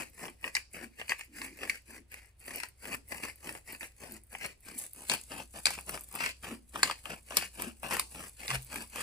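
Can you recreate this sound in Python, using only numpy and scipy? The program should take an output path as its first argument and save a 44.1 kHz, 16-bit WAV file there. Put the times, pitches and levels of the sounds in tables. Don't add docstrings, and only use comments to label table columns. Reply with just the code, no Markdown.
import sys
import numpy as np
from scipy import signal
from scipy.fft import rfft, irfft, next_fast_len
from scipy.io import wavfile
from scipy.ndimage import map_coordinates

SR = 44100
rng = np.random.default_rng(int(sys.argv[2]) if len(sys.argv) > 2 else 0)


def dump(signal):
    limited = np.clip(np.atleast_2d(signal).T, -1, 1)
    pcm = np.round(limited * 32767).astype(np.int16)
    wavfile.write(sys.argv[1], SR, pcm)


N = 397782


def amp(db):
    return 10 ** (np.asarray(db) / 20)


def unit(x):
    return x / np.sqrt(np.mean(x ** 2) + 1e-20)


def along(points, hz):
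    f, values = np.transpose(points)
    return np.interp(np.log(hz + 1), np.log(f + 1), values)


def curve(points):
    return np.interp(np.arange(N) / SR, *np.transpose(points))


def wobble(rate):
    return map_coordinates(rng.standard_normal(int(N * rate / SR) + 4), [np.arange(N) * rate / SR])


def filtered(x, response):
    size = next_fast_len(N + SR // 2)
    return irfft(rfft(x, size) * response(np.fft.rfftfreq(size, 1 / SR)), size)[..., :N]


def resonate(x, modes):
    def response(f):
        total = sum((-1) ** k * amp(db) * 1j * f * width / (centre ** 2 - f * f + 1j * f * width)
                    for k, (centre, width, db) in enumerate(modes))
        return total / np.sqrt(np.mean(abs(total) ** 2))
    return filtered(x, response)


def echoes(x, make_tails, hop):
    padded, out = np.pad(x, (hop, 2 * hop)), np.zeros((2, N + 2 * SR))
    for start in range(0, N + hop, hop):
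        piece = padded[start:][:2 * hop] * signal.windows.hann(2 * hop, sym=False)
        reflected = signal.fftconvolve(piece[None], make_tails(), axes=1)
        out[:, start:][:, :reflected.shape[1]] += reflected
    return out[:, hop:hop + N]


# f/Hz, relative level/dB
AIR_TONE = [(20, -10), (40, 0), (100, -2), (200, -23), (400, -23), (1200, -30.5), (2400, -27.5),
            (4000, -36.5), (16000, -49)]
# f/Hz, likeness/0-1
AIR_LIKENESS = [(60, 0.92), (300, 0.93), (1200, .2), (16000, .1)]
def kitchen_air():
    def response(hz):
        spread = np.arccos(along(AIR_LIKENESS, hz)) / 2
        return amp(along(AIR_TONE, hz)) * [np.cos(spread), np.sin(spread)]
    mid, side = filtered(rng.standard_normal((2, N)), response)
    return amp(-65.5) * unit(np.array([mid + side, mid - side]))


# t/s, relative level/dB
HUM_LEVELS = [(0, -68), (4.4, -66.5), (4.8, -72.5), (5.3, -63.5), (9.02, -62.5)]
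def refrigerator(hum_hz=61):
    phase = 2 * np.pi * np.cumsum(hum_hz + 2.7 * wobble(11)) / SR
    return amp(curve(HUM_LEVELS) + 5.5 + 1.1 * wobble(9)) * np.sin(phase)


# t/s, f/Hz, level/dB, rise/s, time to fade 60 dB/s
COUNTER_KNOCKS = [(8.491, 129.7, -36, 0.056, 0.33), (8.551, 58, -37.5, 0.025, 0.17)]
def counter_bump():
    t = np.arange(N) / SR
    out = np.zeros(N)
    for start, hz, db, rise, fade in COUNTER_KNOCKS:
        age = np.clip(t - start, 0, None)
        swell = np.clip(age / rise, 0, 1) * amp(db - 60 * np.clip(age - rise, 0, None) / fade)
        out += swell * np.sin(2 * np.pi * hz * age)
    return out


# f/Hz, time to fade 60 dB/s
WALL_FADE = [(150, 0.49), (2000, 0.15), (6000, 0.38), (14000, 0.062)]
def wall_tails():
    hz, t, noise = signal.stft(rng.standard_normal((2, SR // 3)), SR, nperseg=256)
    tails = signal.istft(noise * amp(-60 * t / along(WALL_FADE, hz)[:, None]), SR, nperseg=256)[1]
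    return np.pad(tails, ((0, 0), (300, 0))) / np.linalg.norm(tails[0])


# f/Hz, level/dB
LEFT_BOOST = [(60, 10), (300, 0.5), (700, 6), (2500, 2), (5000, 6.5), (7500, 0.5)]
# f/Hz, phase/rad
RIGHT_LEADS = ([(400, 0), (1100, -1), (2000, -1), (3300, -2.4), (4100, 0)], [(500, 0), (1600, 1.1),
               (2000, 1.4), (2600, -1.6), (3400, -1.8), (4200, 0)])
def direct_sound(x, lead, treble_lead_s=0.00035, in_step_hz=8216):
    def response(hz):
        treble = np.clip((hz - 6200) / 1500, 0, 1)
        phase = treble * 2 * np.pi * treble_lead_s * (hz - in_step_hz) + along(lead, hz)
        left = amp(along(LEFT_BOOST, hz) / 2) * np.exp(-1j * phase / 2)
        return np.array([left, 1 / left])
    return filtered(x, response)


# f/Hz, level/dB
TRAY_TONE = [(150, -12.5), (500, -6.5), (1200, 0.5), (2500, -1.5), (4600, 0), (6800, 4.7), (8000, -16.5),
             (16000, -14)]
def tray_reflections(x, fade_s=0.022):
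    def make_tails():
        tails = rng.standard_normal((2, 700)) * amp(-60 * np.arange(700) / SR / fade_s)
        return tails / np.linalg.norm(tails, axis=1, keepdims=True)
    reflected = echoes(x, make_tails, hop=SR // 16)
    return filtered(reflected, lambda hz: amp(along(TRAY_TONE, hz) + along(LEFT_BOOST, hz) * [[.5], [-.5]]))


# f/Hz, level/dB
FIRST_TONE = [(150, 3), (450, 2.5), (1300, -5), (2000, 7.5), (3500, 0), (4600, -6.5), (8000, -2.5),
              (12200, -6.5), (14000, 4.5), (15300, 7), (16200, -22)]
SECOND_TONE = [(150, 5), (350, 0.5), (1200, -1.5), (2000, 2.5), (3500, 7), (4600, -4.5), (8000, -1.5),
               (12400, -6.5), (14000, 4.5), (15300, 6.5), (16200, -20)]
# t/s, share of the second place/0-1
MIC_MOVE = [(0, 0), (4.45, 0), (5.05, 1), (9.02, 1)]
def microphone_places(mill):
    moved = curve(MIC_MOVE)
    first = filtered(mill * np.sqrt(1 - moved), lambda hz: amp(along(FIRST_TONE, hz)))
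    second = filtered(mill * np.sqrt(moved), lambda hz: amp(along(SECOND_TONE, hz)))
    return first, second


# middle t/s, half length/s, level/dB
GROANS = [(0.275, 0.051, -56), (0.84, 0.049, -56.5), (1.43, 0.17, -59), (1.953, 0.088, -58),
          (2.91, 0.072, -55.5), (4.123, 0.046, -55), (4.748, 0.045, -59.5), (5.122, 0.02, -59),
          (5.382, 0.082, -58), (6.519, 0.036, -44.5), (7.671, 0.014, -44.5), (7.93, 0.032, -54),
          (8.778, .05, -57.5)]
# f/Hz, width/Hz, relative level/dB
SHAFT_MODES = [(233, 34, 0), (344.6, 57, -2.5)]
def shaft_groans():
    t = np.arange(N) / SR
    swell = sum(amp(db) * np.cos(np.pi / 2 * np.clip((t - middle) / half, -1, 1))
                for middle, half, db in GROANS)
    return resonate(swell * rng.standard_normal(N), SHAFT_MODES)


# t/s, hold/s, rise/s, relative crunch level/dB, rumble over it/dB, sizzle over it/dB
PUSHES = [(0, 0.011, 0.038, -43.5, -1.5, -3), (0.195, 0.078, 0.078, -52.5, 0, 0.5),
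          (0.446, 0.023, 0.05, -48, -1.5, -4), (0.554, 0.03, 0.053, -51.5, -12, -4),
          (0.747, 0.098, 0.029, -49.5, -1, -6), (1.001, 0.027, 0.09, -53.5, -7, -6),
          (1.096, 0.014, 0.01, -36.5, -11.0, -11.5), (1.195, 0.024, 0.029, -56, -17.5, -4),
          (1.382, 0.094, 0.057, -47, -6.5, -4), (1.62, 0.063, 0.077, -46.0, -3.5, -7.0),
          (1.694, 0.063, 0.035, -49.5, -13.5, -5.5), (1.921, 0.033, 0.073, -52.5, -2.5, -1.5),
          (2.117, 0.062, 0.021, -54.5, -10, -6.0), (2.22, 0.06, 0.04, -67.5, -6, -2),
          (2.404, 0.04, 0.018, -67.5, -5, 5), (2.484, 0.09, 0.075, -52.5, -2.5, -1.0),
          (2.603, 0.039, 0.034, -47.5, -17, -12), (2.841, 0.1, 0.054, -52, -0.5, -0.5),
          (3.112, 0.095, 0.048, -52.5, -1, 1), (3.234, 0.052, 0.033, -46.5, -7.5, -3),
          (3.463, 0.08, 0.084, -53.0, 0.5, 1), (3.692, 0.048, 0.051, -55, -2, 1.5),
          (3.811, 0.028, 0.013, -45.5, -4.5, -2.5), (4.018, 0.13, 0.063, -56, -0.0, 1),
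          (4.33, 0.029, 0.038, -56.5, -1.5, 1), (4.419, 0.045, 0.046, -45.5, -5.5, -8.0),
          (4.668, 0.11, 0.068, -60.5, -3, 2.5), (4.791, 0.059, 0.03, -61, -2, 11.5),
          (4.986, 0.051, 0.066, -61.5, 1.0, 1.5), (5.114, 0.036, 0.047, -37.5, -4.5, -5),
          (5.314, 0.095, 0.056, -52, 1.0, -1), (5.546, 0.048, 0.02, -54, 3.5, 2.5),
          (5.67, 0.051, 0.027, -42, -8.5, -4), (5.78, 0.015, 0.027, -52.5, 0, -4.5),
          (5.876, 0.082, 0.026, -52, 3, 2), (6.017, 0.024, 0.04, -72.5, 1, 10.5),
          (6.151, 0.015, 0.084, -51, 2.5, -0.5), (6.204, 0.074, 0.033, -40, -13.5, -13),
          (6.439, 0.1, 0.036, -55, 1.5, -2), (6.753, 0.035, 0.042, -50, 4, -5),
          (6.833, 0.075, 0.027, -43.5, -6, -7.0), (7.058, 0.086, 0.036, -50.5, 1.5, -4.5),
          (7.31, 0.033, 0.062, -49.0, -2.0, -6), (7.376, 0.054, 0.028, -40.0, -10, -6.5),
          (7.59, 0.097, 0.059, -49.5, 1, -4), (7.853, 0.059, 0.054, -50.5, 4, -7),
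          (7.912, 0.082, 0.034, -44.5, -0.5, -2), (8.161, 0.043, 0.072, -51.5, 4.5, 2.5),
          (8.235, 0.036, 0.028, -58, 1, 2.5), (8.416, 0.042, 0.057, -48, -4.0, -4.5),
          (8.494, 0.053, 0.025, -41.0, -3.5, -4.5), (8.73, 0.09, 0.082, -49.5, 1.0, -1.5),
          (8.966, 0.09, 0.099, -47, -3.5, -2.5)]
SWING_DB, FALL_S = 29.5, 0.069
def wrist_pushes(level_db, steepness, early_s=0, extra_rise_s=0, bend=1):
    t = np.arange(0, N + 64, 64) / SR
    start, hold, rise = np.transpose(PUSHES)[:3, :, None]
    before = np.clip(start - early_s - t, 0, None) / (rise + extra_rise_s)
    after = np.clip(t - start - hold, 0, None) / FALL_S
    power = amp(level_db[:, None] - steepness * SWING_DB * (before + after) ** bend) ** 2
    return np.interp(np.arange(N) / SR, t, np.sqrt(power.sum(axis=0)))


def grit(per_second, spread_db, life_s, rubbing_db):
    chance, size = rng.random((2, N))
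    breaks = (chance < per_second / SR) * amp(-spread_db * np.log(1 - .995 * size))
    fading = signal.lfilter([1], [1, -np.exp(-1 / (life_s * SR))], breaks)
    return unit(unit(fading) + amp(rubbing_db))


# f/Hz, width/Hz, relative level/dB
BODY_MODES = [(1612, 530, 2), (1890, 435, 6), (2570, 520, 6), (2607, 625, -6.5)]
RING_MODES = [(4632, 580, 2.5), (6430, 620, -3), (7360, 1900, -3.5)]
WOOD_MODES = [(223, 145, -1.5), (427, 190, 1), (567, 242, 1), (815, 214, 0.5), (1140, 430, -4.5)]
BURR_MODES = [(8250, 1530, -1), (10705, 580, 6.5), (14640, 990, -14.5)]
def grinding():
    push_db, wood_db, burr_db = np.transpose(PUSHES)[3:]
    fragments = grit(240, spread_db=4, life_s=0.0019, rubbing_db=2) * amp(2.77 * wobble(35))
    dust = unit(grit(240, spread_db=5.5, life_s=0.0027, rubbing_db=-9.5) + 0.97 * fragments)
    rub, hiss = rng.standard_normal((2, N))
    crunch = wrist_pushes(push_db - 3, steepness=0.95) * resonate(rub * fragments, BODY_MODES)
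    rumble = wrist_pushes(push_db + wood_db + .3, steepness=1.18) * resonate(rub * fragments, WOOD_MODES)
    ring = wrist_pushes(push_db - 1.5 + 0.29 * burr_db, steepness=0.74, extra_rise_s=0.00415)
    ring *= resonate(rub * unit(fragments + 0.45 * dust), RING_MODES)
    sizzle_db = push_db + burr_db + 5.5
    swell = wrist_pushes(sizzle_db, steepness=0.81, early_s=0.0066, extra_rise_s=0.0083)
    trickle = wrist_pushes(sizzle_db, steepness=.18, extra_rise_s=FALL_S, bend=1.8)
    trickle *= amp(np.interp(curve(MIC_MOVE), [0, 1], [-32.5, -15]))
    sizzle = (swell + trickle) * resonate(hiss * dust, BURR_MODES)
    return crunch + rumble + ring + sizzle


def split(t, db):
    force = (amp(-6.5 - 60 * t / 0.013) + amp(-15.5 - 60 * t / 0.091)) * rng.standard_normal(len(t))
    mean_gap_s = .0006 * 2 ** ((db + 15) / 16)
    gaps = mean_gap_s * SR * rng.uniform(.3, 1.7, size=5)
    jolts = np.array([2.9, 3.04, 2.7, 1.93, 1.8]) * rng.choice([-1, 1], size=5)
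    force[np.cumsum(np.ceil(gaps)).astype(int)] += jolts
    return force


# f/Hz, width/Hz, relative level/dB
KNOCK_MODES = [(545, 297, -4), (840, 264, 2), (1182, 236, 1)]
SNAP_MODES = [(8400, 820, 7.5), (10900, 1860, 11.5), (14940, 1200, -4.5)]
# body/dB, knock/dB, ring/dB, snap/dB
PART_GAINS = [-8, 4.5, 3, 4]
# t/s, level/dB
HUSK_TICKS = [(0.0986, -49.5), (1.2466, -44), (1.5721, -44.5), (1.8198, -56), (2.1176, -41), (2.4638, -36),
              (2.5591, -26.5), (2.6865, -41), (2.9526, -39), (3.0864, -38), (3.358, -43), (3.5728, -52),
              (3.7242, -33), (4.121, -32.5), (4.2363, -46), (4.2687, -55), (4.6059, -52), (4.755, -52),
              (4.787, -29), (4.9332, -37), (5.9095, -33), (6.009, -33), (6.0371, -36.5), (6.0874, -39.5),
              (6.126, -37), (6.1528, -26.5), (7.9383, -26), (8.6217, -36.5), (8.6472, -39), (8.7427, -32)]
# t/s, relative body level/dB, knock over it/dB, ring over it/dB, snap over it/dB
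CORN_CRACKS = [(0.0308, -37.5, -16, -4.5, -15), (0.2538, -29, -17, -24.5, -18),
               (0.2813, -29, -16, -22.5, -23), (0.4414, -26.5, -15, -29, -26),
               (0.4768, -30, -16.5, -22, -19), (0.5511, -19, -23, -2.5, -11),
               (0.5654, -17.5, -29.5, -15, -32), (0.7432, -45.5, -5.5, -22, -16),
               (0.9971, -34, -17.5, -25, -19), (1.0134, -26.5, -16, -30.5, -29.5),
               (1.0801, -34, -29.5, -21, -27), (1.0939, -19.5, -32.5, -10.5, -25.5),
               (1.1184, -17.5, -18.5, -24, -21), (1.1937, -36.5, -21, -22, -8),
               (1.2092, -28.5, -29, -13, -18), (1.4162, -27.5, -17.5, -7, -13),
               (1.4444, -30.5, -13, -19, -22), (1.6317, -26, -9.5, -24.5, -24),
               (1.6965, -18, -31.5, -11.5, -13), (1.7554, -36, -37, -19, -15), (2.1414, -41, -10, -4, -1.5),
               (2.2453, -49, -20, -17, -19), (2.5072, -35, -9, -16, -14), (2.6005, -27.5, -21, -12, -10),
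               (2.6334, -22.5, -16.5, -10.5, -14), (2.8544, -32.5, -15, -21, -8),
               (3.1198, -37.5, -8.5, -19.5, -7), (3.2504, -31.5, -7.5, -12, -9),
               (3.491, -31.5, -6.5, -11, -12), (3.5503, -35.5, -4, -17, -11),
               (3.8082, -35.5, -17, -14, -10), (3.8302, -31, -12, -26, -12), (4.35, -31, -11, -25, -27),
               (4.4034, -45, -15, -14, -14), (4.4463, -26.5, -14, -15, -14),
               (5.0968, -21.5, -13.5, 1.5, -7), (5.1154, -17, -19, -9.5, -19), (5.1364, -29, -7, -4, 2),
               (5.656, -17.5, -21, 0, -5.5), (5.6664, -14.5, -18, -7.5, -14),
               (5.7049, -26.5, -14.5, -8, -6), (5.7874, -36, -9, -13, -10.5), (5.893, -29, -10, -13, -2),
               (5.9748, -34, -7.5, -21, -9), (6.1579, -34, -8, -12, -5), (6.2043, -28.5, -7.5, -18, -24),
               (6.2254, -36.5, -2.5, -14, -14), (6.2602, -20, -18, -10, -23), (6.4336, -43, -5, -17, -9.5),
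               (6.4428, -36, -11, -19, -10), (6.7575, -32.5, 0, -18, -18), (6.8304, -9.5, -15, -4.5, -13.5),
               (6.8736, -32.5, -6, -3, -21), (6.8974, -25.5, -5, -16.5, -21),
               (6.9107, -20, -17.5, -14, -22), (7.0554, -32.5, -6.5, -22, -9), (7.3068, -38, 4.5, -10, -9),
               (7.3214, -42, 9.5, -13, -15), (7.3692, -16, -16.5, -2.5, 1.5), (7.424, -30, -14, -10, -11),
               (7.5976, -35.5, -9, -18.5, -13), (7.6206, -30, -10, -11, 1), (7.8315, -35.5, -4, -19, -3),
               (7.8386, -33.5, -5, -22, -17), (7.9089, -32.5, 4, -8, -3), (7.9668, -27.5, -6.5, -9, -4),
               (7.9952, -21, -16.5, -5, -0.5), (8.4801, -28, -27, -3.5, -8), (8.5031, -20, -22, -14.5, -19),
               (8.5124, -21, -16.5, -13.5, -17), (8.5455, -23, -17, -13.5, -8), (8.758, -31, -15, -10, -4),
               (8.9585, -34, -4.5, -6, -3)]
def cracks():
    t = np.arange(SR // 20) / SR
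    parts = (BODY_MODES, KNOCK_MODES, RING_MODES, SNAP_MODES)
    forces = np.zeros((len(parts), N + len(t)))
    for start, db, *over_db in CORN_CRACKS:
        gains = amp(db + np.add([0, *over_db], PART_GAINS))
        forces[:, round(start * SR):][:, :len(t)] += gains[:, None] * split(t, db)
    snap_force = forces[3]
    for start, db in HUSK_TICKS:
        snap_force[round(start * SR):][:len(t)] += amp(db) * split(t, db)
    return sum(resonate(force[:N], modes) for force, modes in zip(forces, parts))


def scene():
    first, second = microphone_places(grinding() + shaft_groans() + cracks())
    direct = direct_sound(first, RIGHT_LEADS[0]) + direct_sound(second, RIGHT_LEADS[1])
    tray = tray_reflections(first + second)
    walls = amp(-12.5) * echoes(first + second, wall_tails, hop=SR // 4)
    return direct + tray + walls + counter_bump() + kitchen_air() + refrigerator()


def record(dry):
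    ceiling, top_hz = .85, 16500
    rounded = dry / (1 + abs(dry / ceiling) ** 4) ** (1 / 4)
    return filtered(rounded, lambda hz: hz < top_hz)


dry = scene()
out = record(dry)
dump(out)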